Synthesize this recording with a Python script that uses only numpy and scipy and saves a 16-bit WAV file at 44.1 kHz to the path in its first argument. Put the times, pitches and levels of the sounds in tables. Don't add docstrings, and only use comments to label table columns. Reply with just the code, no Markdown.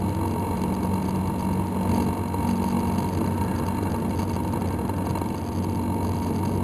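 import sys
import numpy as np
from scipy import signal
from scipy.fft import rfft, irfft, next_fast_len
from scipy.io import wavfile
from scipy.ndimage import map_coordinates

SR = 44100
rng = np.random.default_rng(int(sys.argv[2]) if len(sys.argv) > 2 else 0)


def wav_record(signal):
    frames = np.transpose(np.atleast_2d(signal))
    bounded = np.clip(frames, -1, 1)
    quanta = np.round(bounded * 32767).astype(np.int16)
    wavfile.write(sys.argv[1], SR, quanta)


N = 292383
T = np.arange(N) / SR
SHAFT_HZ = 46.935

# t/s, f/Hz, level/dB
SERVO_GLIDES = [(3.05, 236, -85), (3.25, 252, -54), (3.52, 272, -50), (3.7, 260, -53), (3.9, 238, -51),
                (4.1, 220, -59), (4.3, 225, -66), (4.55, 262, -55), (4.9, 263, -55), (5.25, 212, -58),
                (5.45, 200, -85)]
# harmonic number, level/dB
GEAR_TONES = [(4, -3), (5, 0), (6, -3), (7, -9)]
# t/s, hull level/dB, housing level/dB
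SHAKING = [(0.0, -33, -36), (0.05, -30.5, -35), (1.73, -32, -34.5), (1.96, -27, -33), (2.3, -36.5, -37),
           (2.42, -29, -33), (2.69, -40, -34.5), (2.82, -30.5, -34), (5.2, -31.5, -36.5), (5.36, -33, -36),
           (5.55, -32, -37.5), (6.63, -28.5, -37)]
# f/Hz, level/dB
HULL_SPECTRUM = [(20, -39), (40, -59), (60, -4.5), (82, 3), (118, -2), (165, 0), (215, 2), (265, -4.5),
                 (315, -1), (380, -8), (470, -7), (620, -16), (800, -19.5), (1400, -47.5)]
# t/s, 2nd level/dB, 4th level/dB, 5th level/dB
STRONG_HUM = [(0.0, -29, -27.5, -50), (0.24, -32.5, -42, -36), (0.68, -36, -29.5, -34.5),
              (1.59, -32.5, -31, -41), (2.01, -32.5, -29.5, -26), (2.27, -34.5, -39.5, -42.5),
              (2.46, -31.5, -33, -27.5), (2.9, -38, -27, -32), (3.08, -31, -37, -34),
              (5.17, -33, -41, -38.5), (5.34, -42, -63, -36.5), (5.6, -30, -35.5, -32),
              (6.63, -32, -38, -34)]
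# harmonic number, level/dB
WEAK_HUM = [(3, -45.5), (6, -40), (7, -40.5), (9, -45.5), (10, -48), (15, -48.5), (18, -50), (19, -45),
            (20, -43.5)]
# t/s, level/dB
LOUD_TICKS = [(0.638, -38), (0.834, -38), (1.094, -38), (1.409, -38), (1.947, -33.5), (2.024, -36),
              (2.475, -37), (2.512, -36.5), (2.688, -38), (2.985, -35), (3.152, -40), (3.589, -35.5),
              (3.666, -35), (3.92, -37), (4.219, -40), (4.298, -37.5), (5.101, -37), (5.382, -37),
              (5.637, -40), (6.238, -44), (6.362, -36)]
# start/s, end/s
RATTLE_SPELLS = [(1.9, 2.1), (2.43, 3.03), (4.09, 4.37), (5.38, 5.75), (6.0, 6.55)]
# f/Hz, width/Hz, level/dB
TICK_RING = [(4560, 450, -0.5)]
# f/Hz, level/dB
SCRAPE_SPECTRUM = [(150, 17), (400, 19.5), (750, 16.5), (1150, 16.5), (1400, -17), (2000, -2.5),
                   (2900, -1.5), (3400, -5.5), (3700, -60), (4600, -19), (5300, -60)]
# t/s, strength (0 to 1)
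EVEN_KNOCKING = [(0, 0.66), (1.7, 0.55), (2.05, .91), (2.25, .62), (3.05, 0.84), (3.12, 0.44), (3.95, 0.47),
                 (4.1, .1), (5.3, 0.3), (5.42, 0.41), (5.72, 0.52), (5.8, 0.88), (6.63, 0.67)]
# t/s, level/dB
HARD_KNOCKS = [(0.634, -36), (0.846, -33), (2.446, -32), (2.488, -32.5), (3.916, -39), (3.941, -34.5)]
# start/s, end/s, gap between landings/turns
BOUNCE_SPELLS = [(3.172, 3.48, 1.6), (3.511, 3.78, 4), (3.783, 3.89, 2), (4.021, 4.82, 4), (4.85, 4.96, 2),
                 (4.981, 5.16, 4), (5.172, 5.36, 2)]
# delay/turns, level compared with the landing/dB
HOPS = [(1.152, -2.5), (1.8, -4)]
# f/Hz, swell time/s, level/dB
HOUSING_TONES = [(921.6, 0.0049, 1), (1114, 0.0016, -6.5), (1570, 0.0079, -23), (1704, 0.0042, -22.5),
                 (2226, 0.0036, -15), (2746, 0.004, -16.5), (3290, 0.0022, -25), (4096, 0.0024, -14)]


def amp(db):
    return 10 ** (np.asarray(db) / 20)


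def unit(x):
    return x / np.sqrt(np.mean(x ** 2) + 1e-20)


def curves(rows):
    times, *columns = np.transpose(rows)
    return [np.interp(T, times, column) for column in columns]


def wobble(rate):
    return map_coordinates(rng.standard_normal(int(N * rate / SR) + 4), [T * rate])


def filtered(x, response):
    size = next_fast_len(N + SR // 2)
    return irfft(rfft(x, size) * response(np.fft.rfftfreq(size, 1 / SR)), size)[:N]


def noise(envelope, spectrum):
    hz, db = np.transpose(spectrum)
    hiss = envelope * rng.standard_normal(N)
    return unit(filtered(hiss, lambda f: amp(np.interp(np.log(f + 1), np.log(hz), db))))


def ring(x, resonances):
    return filtered(x, lambda f: sum(amp(db) * 1j * f * width / (hz * hz - f * f + 1j * f * width)
                                     for hz, width, db in resonances))


def impulses(times, sizes):
    return np.bincount(np.clip(np.round(times * SR).astype(int), 0, N), sizes, N + 1)[:N]


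def bursts(spikes, rise_s, hz=0):
    t = np.arange(SR // 20) / SR
    swell = t / rise_s * np.exp(1 - t / rise_s)
    return signal.oaconvolve(spikes, swell * np.cos(2 * np.pi * hz * t))[:N]


def servo(waver=0.00443, flutter_db=3, teeth_db=2):
    hz, db = curves(SERVO_GLIDES)
    phase = 2 * np.pi * np.cumsum(hz * (1 + waver * wobble(40))) / SR
    whine = sum(amp(level + flutter_db * wobble(25)) * np.sin(k * phase) for k, level in GEAR_TONES)
    teeth = amp(teeth_db) * noise(1, [(700, -28), (1150, 0), (1650, 8), (2100, -14), (4000, -47)])
    return amp(db) * (whine + teeth)


def hull(blows, loose_db=3, throb_depth=0.29, thump_db=-35, slosh_db=-51):
    looseness = .5 - curves(EVEN_KNOCKING)[0]
    rumble_db = curves(SHAKING)[0] + 1 + loose_db * looseness
    throb = 1 + throb_depth * np.cos(2 * np.pi * SHAFT_HZ * T + 1.65)
    rumble = amp(rumble_db) * noise(throb, HULL_SPECTRUM)
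    slosh = amp(slosh_db + 4 * wobble(5.63)) * noise(1, [(15, -37), (55, 10), (200, -30.5)])
    thumps = amp(thump_db) * noise(bursts(blows, rise_s=0.0033), HULL_SPECTRUM)
    return rumble + thumps + slosh


def shaft_hum(waver=0.096):
    looseness = 2 - curves(EVEN_KNOCKING)[0]

    def tone(k, flutter_db):
        gain = np.sqrt(2) * amp(flutter_db * wobble(12))
        phase = 2 * np.pi * (k * SHAFT_HZ * T + rng.random())
        return gain * np.sin(phase + waver * looseness ** 3 * wobble(14))

    second, fourth, fifth = curves(STRONG_HUM)
    levels = [(2, second), (4, fourth + 1), (5, fifth - 0.5)]
    strong = sum(amp(db) * tone(k, flutter_db=1) for k, db in levels)
    weak = sum(amp(db) * tone(k, flutter_db=3) for k, db in WEAK_HUM)
    return strong + weak / looseness


def ticks(loud_db=34, soft_db=-9, scatter_db=6, crowd_s=.015, jitter_s=.0003):
    times, db = np.transpose(LOUD_TICKS)
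    slot_s = 1 / (5 * SHAFT_HZ)
    slots = np.arange(0, N / SR, slot_s)
    dice, size, delay = rng.random((len(slots), 3)).T
    to_loud_s = np.abs(slots[:, None] - times).min(axis=1)
    rattling = sum((slots > start) & (slots < end) for start, end in RATTLE_SPELLS)
    odds = .09 + .25 * rattling + .4 * np.exp(-to_loud_s / crowd_s)
    struck = (dice < odds) & (to_loud_s > slot_s / 2)
    soft = struck * amp(soft_db + scatter_db * (2 * size - 1))
    spikes = impulses(times, amp(db + loud_db)) + impulses(slots + jitter_s * delay, soft)
    ping = ring(ring(spikes, TICK_RING), TICK_RING)
    body = amp(-29) * ring(spikes, [(940, 990, 23.8), (2700, 930, 12.3)])
    return ping + body


def scrape(blows, rasp_db=-41, chatter_db=-7, grain_db=4, sing_db=-9):
    rasp = amp(rasp_db) * noise(bursts(blows, rise_s=0.0028), SCRAPE_SPECTRUM)
    chatter = amp(chatter_db) * noise(amp(grain_db * wobble(400)), SCRAPE_SPECTRUM)
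    singing = amp(sing_db) * unit(ring(rng.standard_normal(N), [(924, 284, 0)]))
    return rasp + amp(curves(SHAKING)[1]) * (chatter + singing)


def bounces(base_db=-36, doubling_db=0.4, room_turns=.9):
    rows = []
    for start, end, turns in BOUNCE_SPELLS:
        landing_db = base_db + doubling_db * np.log2(turns / 2)
        pattern = [(0, 0)] + [(delay, db) for delay, db in HOPS if delay + room_turns < turns]
        for landing in np.arange(start, end, turns / SHAFT_HZ):
            hits = [(landing + delay / SHAFT_HZ, landing_db + db) for delay, db in pattern]
            rows += [(t, db) for t, db in hits if t < end]
    return rows


def housing_blows(scatter_db=1.83, lead_s=.0035, even_jitter_s=.0004, extra_jitter_s=.0005):
    turns = np.arange(1, int(N / SR * SHAFT_HZ) + 1) / SHAFT_HZ
    even_shift, even_spread = rng.standard_normal((len(turns), 2)).T
    strength = np.interp(turns, T, curves(EVEN_KNOCKING)[0] * amp(curves(SHAKING)[1]))
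    extras, extra_db = np.transpose(HARD_KNOCKS + bounces())
    extra_shift, extra_spread = rng.standard_normal((len(extras), 2)).T
    strength *= np.abs(turns[:, None] - extras).min(axis=1) > .5 / SHAFT_HZ
    times = [turns - lead_s + even_jitter_s * even_shift, extras + extra_jitter_s * extra_shift]
    sizes = [strength * amp(scatter_db * even_spread), amp(extra_db + scatter_db * extra_spread)]
    return np.concatenate(times), np.concatenate(sizes)


def housing_buzz(times, sizes, ring_db=6, scatter_db=1, jitter_s=0.00014, rough_db=2):
    buzz = np.zeros(N)
    for hz, swell_s, db in HOUSING_TONES:
        shift, spread = rng.standard_normal((len(times), 2)).T
        spikes = impulses(times + jitter_s * shift, sizes * amp(db + ring_db + scatter_db * spread))
        buzz += bursts(spikes, swell_s, hz) * amp(rough_db * wobble(hz / 8))
    return buzz


def scene():
    times, sizes = housing_blows()
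    blows = impulses(times, sizes)
    boat = shaft_hum() + hull(blows)
    return (boat + housing_buzz(times, sizes) + scrape(blows) + ticks() + servo())[None]


def record(dry, hold=4, input_hz=5250, top_hz=12800):
    smooth = filtered(dry[0], lambda hz: 1 / np.sqrt(1 + (hz / input_hz) ** 80))
    steps = np.repeat(smooth[::hold], hold)[:N]
    return filtered(steps, lambda hz: hz < top_hz)[None]


dry = scene()
out = record(dry)
wav_record(out)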